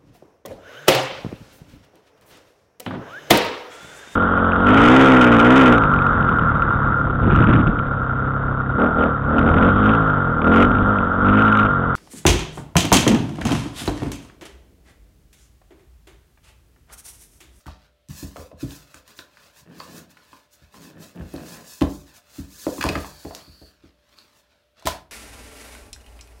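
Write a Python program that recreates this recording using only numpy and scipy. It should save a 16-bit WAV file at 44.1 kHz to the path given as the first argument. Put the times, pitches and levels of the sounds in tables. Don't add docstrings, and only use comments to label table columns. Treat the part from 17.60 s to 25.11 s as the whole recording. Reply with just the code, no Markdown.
import sys
import numpy as np
from scipy import signal
from scipy.io import wavfile

SR = 44100
rng = np.random.default_rng(int(sys.argv[2]) if len(sys.argv) > 2 else 0)


def inscribe(sig):
    pcm = np.round(np.clip(np.atleast_2d(sig).T, -1, 1) * 32767)
    wavfile.write(sys.argv[1], SR, pcm.astype(np.int16))


N = 331191
TIME = np.arange(N) / SR
AGE = np.arange(SR // 2) / SR

# frequency in Hz, level in dB, t60 in seconds.
PIN_MODES = [(532, -3.5, 0.036), (1032, -7, 0.037), (1715, -10, 0.075), (2583, -4, 0.039),
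             (4270, -2.5, .03), (4820, -7.5, 0.055), (6600, -13.5, 0.025)]


def amp(db):
    return 10 ** (np.asarray(db) / 20)


def unit(x):
    return x / np.sqrt(np.mean(x ** 2) + 1e-20)


def peaked(x, db):
    return amp(db) * x / abs(x).max()


def read(points, hz):
    f, value = np.transpose(points)
    return np.interp(np.log(hz + 1), np.log(f), value)


def add(mix, s, sound):
    part = mix[max(round(s * SR), 0):][:len(sound)]
    part += sound[:len(part)]


def colour(x, gain, size=8192):
    hz = abs(np.fft.fftfreq(size, 1 / SR)) + 1
    log_gain = np.log(np.maximum(gain(hz), 1e-5))
    response = np.exp(np.conj(signal.hilbert(log_gain)))
    taps = np.fft.ifft(response).real[:size // 2]
    return signal.oaconvolve(x, taps)[:len(x)]


def bump(f, centre, q):
    return 1 / np.sqrt(1 + (q * (f / centre - centre / f)) ** 2)


def shaped(x, spectrum):
    return unit(colour(x, lambda f: amp(read(spectrum, f))))


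def dying(t60):
    return np.exp(-np.log(1000) * AGE / t60)


def tone(hz):
    return np.sin(2 * np.pi * hz * AGE)


def ring(modes):
    return sum(amp(db) * dying(t60) * tone(hz) for hz, db, t60 in modes)


def burst(t60):
    return rng.standard_normal(len(AGE)) * dying(t60)


def wander(per_s):
    return unit(np.interp(TIME * per_s, np.arange(N), rng.standard_normal(N)))


def grains(per_s, spread_db):
    size = amp(spread_db * np.minimum(rng.exponential(1, N), 4))
    happens = rng.random(N) < per_s / SR
    return unit(size * rng.standard_normal(N) * happens)


def speed(fastest_s, rise_s, fall_s):
    shape = 1.45
    t = TIME - fastest_s
    distance = np.minimum(np.maximum(-t / rise_s, t / fall_s), 10)
    return np.exp(-distance ** shape)


def sustained(start_s, length_s, attack_s, release_s):
    t = TIME - start_s
    attack = np.clip(t / attack_s, 0, 1)
    return attack * np.exp(-np.clip((t - length_s) / release_s, 0, 20))


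def room_tone():
    # frequency in Hz, rms level in dB.
    hum_tones = [(592, -73), (1330, -87)]
    # frequency in Hz, relative level in dB.
    quiet_spectrum = [(25, -26), (42, -15.5), (60, 4.5), (110, -13), (200, -17), (400, -15), (620, -10),
                      (850, -24), (1400, -21), (3500, -20.5), (7000, -32.5), (14000, -34), (15800, -37.5)]
    quiet_db = -69
    hum = np.zeros(N)
    for hz, db in hum_tones:
        phase = 2 * np.pi * hz * TIME + 0.5 * wander(per_s=7.8)
        hum += amp(db) * unit(np.sin(phase))
    return hum + amp(quiet_db) * shaped(rng.standard_normal(N), quiet_spectrum)


def rubbing():
    # fastest moment in seconds,
    # speeding up in seconds, slowing down in seconds, bright hiss in dB, dull drag in dB.
    strokes = [(0.0, .02, 0.035, -61, -65), (.1, 0.018, 0.033, -76, -51), (.25, 0.14, 0.032, -74, -63),
               (.505, 0.0067, 0.048, -49.5, -52.5), (0.593, 0.04, 0.081, -41.5, -51),
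               (.81, 0.055, 0.054, -50.5, -56), (1.022, 0.023, 0.032, -46.5, -50),
               (1.123, 0.049, 0.081, -46.5, -52), (1.37, 0.1, 0.044, -58, -57.5),
               (1.489, 0.02, 0.052, -56.5, -54.5), (1.59, 0.034, 0.045, -51.5, -57),
               (1.86, 0.13, 0.06, -60, -56.5), (1.995, 0.046, 0.03, -53.5, -57.5),
               (2.215, 0.059, 0.14, -52.5, -52), (2.375, 0.048, 0.036, -45, -52),
               (2.509, 0.013, 0.02, -56, -59), (2.75, 0.18, 0.077, -61, -59),
               (2.938, .02, 0.032, -56, -63.5), (3.03, 0.063, 0.057, -67, -62),
               (3.16, 0.028, 0.04, -54, -55), (3.238, 0.039, 0.056, -50.5, -53),
               (3.428, .026, 0.064, -48.5, -52.5), (3.76, 0.12, 0.096, -55, -54.5),
               (3.92, 0.081, 0.084, -45, -49), (4.104, 0.052, 0.12, -44.5, -55.5),
               (4.322, .06, 0.088, -48.5, -59), (4.49, 0.027, 0.036, -57, -57),
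               (4.57, 0.03, .025, -51, -54.5), (4.784, 0.076, 0.055, -48.5, -53),
               (5.011, 0.095, 0.17, -44, -54.5), (5.15, 0.11, 0.31, -44, -53.5),
               (5.42, 0.055, 0.12, -47.5, -51), (5.639, 0.072, 0.13, -52.5, -58),
               (5.779, 0.047, 0.064, -53.5, -51), (6.08, 0.45, 0.062, -64.5, -63),
               (6.26, 0.06, 0.043, -74.5, -62.5), (6.599, 0.13, 0.14, -66.5, -60),
               (6.789, 0.063, 0.03, -63, -64.5), (6.93, 0.089, 0.1, -80.5, -67.5),
               (7.185, 0.013, .045, -74.5, -56), (7.294, 0.022, 0.051, -59, -38)]
    # frequency in Hz, relative level in dB.
    hiss_spectrum = [(1800, -35), (2900, -15), (3700, -9.5), (5000, -5.5), (7000, -5), (8500, -9),
                     (11000, -10.5), (14000, -10.5), (15800, -9.5)]
    drag_spectrum = [(450, 2), (800, -4), (1080, 1), (1400, 1.5), (1720, 1.5), (2100, -3), (2650, -1),
                     (3100, -3), (4000, -1), (5500, -6.5), (8000, -19.5), (16000, -29.5)]
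    drag_exponent = 0.75
    hiss_power, drag_power = np.zeros((2, N))
    for s, rise_s, fall_s, hiss_db, drag_db in strokes:
        pace = speed(s, rise_s, fall_s)
        hiss_power += (amp(hiss_db) * pace) ** 2
        drag_power += (amp(drag_db) * pace ** drag_exponent) ** 2
    hiss = shaped(grains(per_s=18000, spread_db=-0.8), hiss_spectrum) * np.sqrt(hiss_power)

    slips = grains(per_s=4000, spread_db=-2.5)
    rung_pin = signal.oaconvolve(slips, ring(PIN_MODES))[:N]
    singing = unit(colour(rung_pin, lambda f: bump(f, 1500, q=0.99)))
    held = np.interp(TIME, [0.5, 0.6, 5.3, 5.45], [0, 1, 1, 0])
    dull = shaped(grains(per_s=4400, spread_db=-1.0), drag_spectrum)
    drag = (dull + amp(-6.5) * held * singing) * np.sqrt(drag_power)

    direct = (hiss + drag) * amp(wander(per_s=79))
    lag_s = 0.001115 + 0.0003 * wander(per_s=5)
    return direct + amp(-7) * np.interp(TIME - lag_s, TIME, direct)


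def slaps():
    # start in seconds, peak in dB, trapped air in Hz,
    # splash in dB relative to the pop.
    pats = [(.059, -38, 1090, -12), (.066, -34, 1515, 2), (.079, -32, 886, -9), (7.224, -38.5, 760, -2),
            (7.256, -21.5, 490, 7), (7.2639, -18.5, 710, 0), (7.271, -8, 785, -2)]
    out = np.zeros(N)
    for s, db, hz, splash_db in pats:
        air = ring([(hz * 0.86, -4, 0.045), (hz, -3, 0.03), (hz * 1.3, -2, 0.045)])
        pop = colour(air + amp(8.5) * burst(0.065), lambda f: bump(f, hz, q=1.46) ** 2)
        spray = burst(0.023) + amp(-12.0) * burst(0.23)
        splash = colour(spray, lambda f: bump(f, 2880, q=0.72))
        add(out, s, peaked(peaked(pop, 0) + peaked(splash, splash_db), db))
    return out


def thumps():
    # start in seconds, peak in dB,
    # pitch favoured by the spot in Hz, contact time in ms, sag of the whole top in dB.
    blows = [(.064, -28.5, 230, 1.4, 23), (0.488, -26.5, 143, 3.65, -8), (0.626, -24, 227, 1.9, 2.5),
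             (0.776, -31.5, 315, 3.7, 11), (0.926, -36.5, 250, 3.6, 8), (1.027, -18.5, 289, 2.15, 2),
             (1.032, -22, 126, 7.3, -6), (1.344, -45, 303, 1.7, 6), (1.589, -44, 345, 0.78, -20),
             (2.009, -47, 130, 3.8, -2), (2.728, -48, 352, 2.9, -20), (3.017, -44, 138, 1.7, 22),
             (3.597, -26, 160, 2, 26), (3.74, -21, 370, 0.28, -10.5), (4.2145, -6.5, 290, 1.43, -1.5),
             (4.782, -23, 290, 3.47, 0.5), (5.066, -15, 315, 0.65, -21.5), (5.182, -25.5, 344, 3.1, -11.5),
             (5.246, -15.5, 388, 1.7, 1), (5.292, -17, 428, 1.5, -1.5), (5.358, -19, 394, 1.3, 2.5),
             (5.648, -25, 441, 2, -5.5), (5.877, -38.5, 214, 1.6, 15), (6.016, -35, 432, 0.45, 2),
             (6.236, -40.5, 326, 1.8, 2), (7.253, -22.5, 334, 1.2, 10)]
    # frequency in Hz, level in dB, t60 in seconds.
    table_modes = [(58.2, -30.5, 0.45), (70, -19, 0.11), (79.5, -20.5, 0.28), (134.4, -14.5, 0.12),
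                   (149, -23, 0.29), (193, -15.5, 0.18), (282, -11, 0.096), (308.7, -15, 0.08),
                   (329.6, -27.5, 0.22), (361, -32.5, 0.43), (428, -32, 0.34), (484, -26.5, 0.2),
                   (570.3, -17.5, 0.099), (594, -21.5, 0.37), (644.5, -21, 0.29), (740, -17, 0.2),
                   (890, -22.5, .12)]
    out, top = np.zeros(N), ring(table_modes)
    for s, db, hz, contact_ms, sag_db in blows:
        limit_hz = 1000 / contact_ms

        def force(f):
            favoured = bump(f, hz, q=1.9) + amp(sag_db) * bump(f, 62, q=1.3)
            return favoured / np.sqrt(1 + (f / limit_hz) ** 7)

        spot = amp(-18.0) * dying(0.075) * tone(hz)
        swell = 1 - np.exp(-AGE * limit_hz / 1.1)
        struck = (spot + top + amp(-19.5) * burst(0.072)) * swell
        add(out, s, peaked(colour(struck, force), db))
    return out


def ticks():
    # start in seconds, peak in dB, pitch in Hz,
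    # ring t60 in seconds.
    contacts = [(0.487, -32.5, 6600, 0.00063), (1.108, -28, 3540, .003), (1.345, -29.5, 7200, 0.002),
                (1.478, -32.5, 5840, 0.00042), (1.59, -22.5, 3830, 0.0048), (2.201, -27.5, 4500, 0.01),
                (3.738, -32.5, 11000, .002), (3.763, -30.5, 4170, 0.0052), (4.211, -17.5, 3000, 0.00086),
                (4.222, -14, 2740, 0.00097), (5.2883, -18, 4250, 0.0029), (5.7497, -17, 5100, 0.00081),
                (6.587, -33.5, 4200, 0.0076), (7.197, -40.5, 6500, 0.0021)]
    out = np.zeros(N)
    for s, db, hz, t60 in contacts:
        noise = colour(burst(0.02), lambda f: bump(f, hz, q=2.0))
        snap = ring([(hz, 0, t60)]) + amp(-10.0) * noise
        add(out, s, peaked(snap, db))
    return out


def knocks():
    # start in seconds, peak in dB, pitch in Hz,
    # sharp crack in dB relative to the body.
    hits = [(.76, -28.5, 680, -18), (0.767, -30, 1290, -6), (.80, -31, 534, -28), (0.915, -36, 600, -15),
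            (1.343, -33, 1560, -19), (1.592, -28.5, 1550, -13), (1.771, -36.5, 1610, -20),
            (2.203, -24.5, 1120, -23), (2.57, -39, 1460, -9), (2.73, -34.5, 1020, -19),
            (3.142, -36, 1060, -4), (4.217, -16.5, 857, -21.5), (5.066, -14, 583, -16),
            (5.181, -28.5, 1050, -32), (5.211, -14.5, 1650, -4.5), (5.225, -19, 1690, -12),
            (5.24, -11, 990, -4), (5.266, -15.5, 780, -2.5), (5.2895, -13, 2535, -8.5),
            (5.354, -13, 1250, -34), (5.445, -27, 1100, -14), (5.65, -32, 805, -28), (5.709, -27, 710, -23)]
    out, wood = np.zeros(N), ring(PIN_MODES)
    for s, db, hz, crack_db in hits:
        note = amp(-4) * dying(0.016) * tone(hz)
        body = colour(note + amp(-12) * wood + burst(0.031), lambda f: bump(f, hz, q=0.71) ** 2)
        crack = colour(burst(0.0067), lambda f: bump(f, 4300, q=1.0))
        add(out, s, peaked(peaked(body, 0) + peaked(crack, crack_db), db))
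    return out


def rolling():
    # start in seconds, length in seconds,
    # rumble in dB, gritty crunch in dB.
    pushes = [(2.05, 0.14, -49, -59), (2.273, 0.12, -45.5, -54.5), (3.128, 0.21, -50.5, -59),
              (3.351, 0.058, -43.5, -56), (3.544, 0.071, -39, -49), (3.727, .11, -41, -47.5),
              (3.898, 0.1, -49, -50.5)]
    # frequency in Hz, relative level in dB.
    rumble_spectrum = [(40, -30), (100, -9.5), (135, -7), (175, 4.5), (215, -5.5), (265, -2), (400, -13.5),
                       (620, -21.5), (1200, -46.5)]
    crunch_spectrum = [(200, -16.5), (350, 2), (620, 3), (900, -3), (1400, -7), (1720, 1.5), (2100, -16),
                       (2650, -8), (4000, -26), (8000, -54)]
    rumble = shaped(grains(per_s=2500, spread_db=3.0), rumble_spectrum)
    crunch = shaped(grains(per_s=790, spread_db=1.5), crunch_spectrum)
    out = np.zeros(N)
    for s, length_s, rumble_db, crunch_db in pushes:
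        push = sustained(s, length_s, attack_s=0.014, release_s=0.043)
        out += push * (amp(rumble_db) * rumble + amp(crunch_db) * crunch)
    return out


def chatter():
    start_s, length_s, start_db, fall_db_per_s = 5.208, 0.21, -32, 67.5
    contact = amp(-17.5) * ring(PIN_MODES) + burst(0.014)
    rebounds = signal.oaconvolve(grains(per_s=690, spread_db=-5.0), contact)[:N]
    level = amp(start_db - fall_db_per_s * np.maximum(TIME - start_s, 0))
    level = level * sustained(start_s, length_s, attack_s=0.0025, release_s=0.027)
    return level * unit(colour(rebounds, lambda f: bump(f, 1950, q=0.66) ** 2))


def peeling():
    # start in seconds, length in seconds, level in dB.
    peels = [(5.3, 0.78, -56.5), (6.55, 0.045, -56)]
    band_hz, fizz_hz, fizz_db = 4510, 11000, -10.5
    level = np.zeros(N)
    for s, length_s, db in peels:
        level += amp(db) * sustained(s, length_s, attack_s=0.06, release_s=0.03)
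    slips = rng.standard_normal(N)
    band = unit(colour(slips, lambda f: bump(f, band_hz, q=8.5) ** 2))
    fizz = unit(colour(slips, lambda f: bump(f, fizz_hz, q=1.2) ** 2))
    return level * (band + amp(fizz_db) * fizz)


def kitchen(x, gap_s=0.0014, build_s=0.0081):
    # frequency in Hz, t60 in seconds.
    room_t60 = [(60, 0.64), (250, 0.37), (700, 0.36), (2000, 0.29), (5000, 0.21), (14000, 0.091)]
    # frequency in Hz, level in dB.
    strength = [(60, -7.5), (250, 2.5), (700, 3.0), (3000, -6.0), (14000, 0.5)]
    hz, t, bands = signal.stft(rng.standard_normal(len(AGE)), SR, nperseg=256)
    decay = np.exp(-np.log(1000) * t / read(room_t60, hz)[:, None])
    bands = bands * decay * amp(read(strength, hz))[:, None]
    tail = signal.istft(bands, SR, nperseg=256)[1][:len(AGE)]
    tail = tail * np.clip((AGE - gap_s) / build_s, 0, 1)
    return signal.fftconvolve(x, tail / np.linalg.norm(tail))[:N]


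def scene():
    low, wood, snaps, pats = thumps(), knocks() + chatter(), ticks(), slaps()
    sliding = rubbing() + rolling() + peeling()
    to_room = amp(-16) * low + amp(-7.5) * wood + amp(-4.0) * snaps
    to_room += amp(-13.5) * pats + amp(-10.5) * sliding
    return (low + wood + snaps + pats + sliding + kitchen(to_room) + room_tone())[None]


def record(dry):
    bass_hz, edge_hz = 50, 15950
    bass_cut = signal.butter(8, bass_hz, "highpass", fs=SR, output="sos")
    thin = signal.sosfilt(bass_cut, dry)
    band_limit = signal.firwin(511, edge_hz, window=("kaiser", 9), fs=SR)
    return signal.oaconvolve(thin, band_limit[None], "same")


dry = scene()
out = record(dry)
inscribe(out)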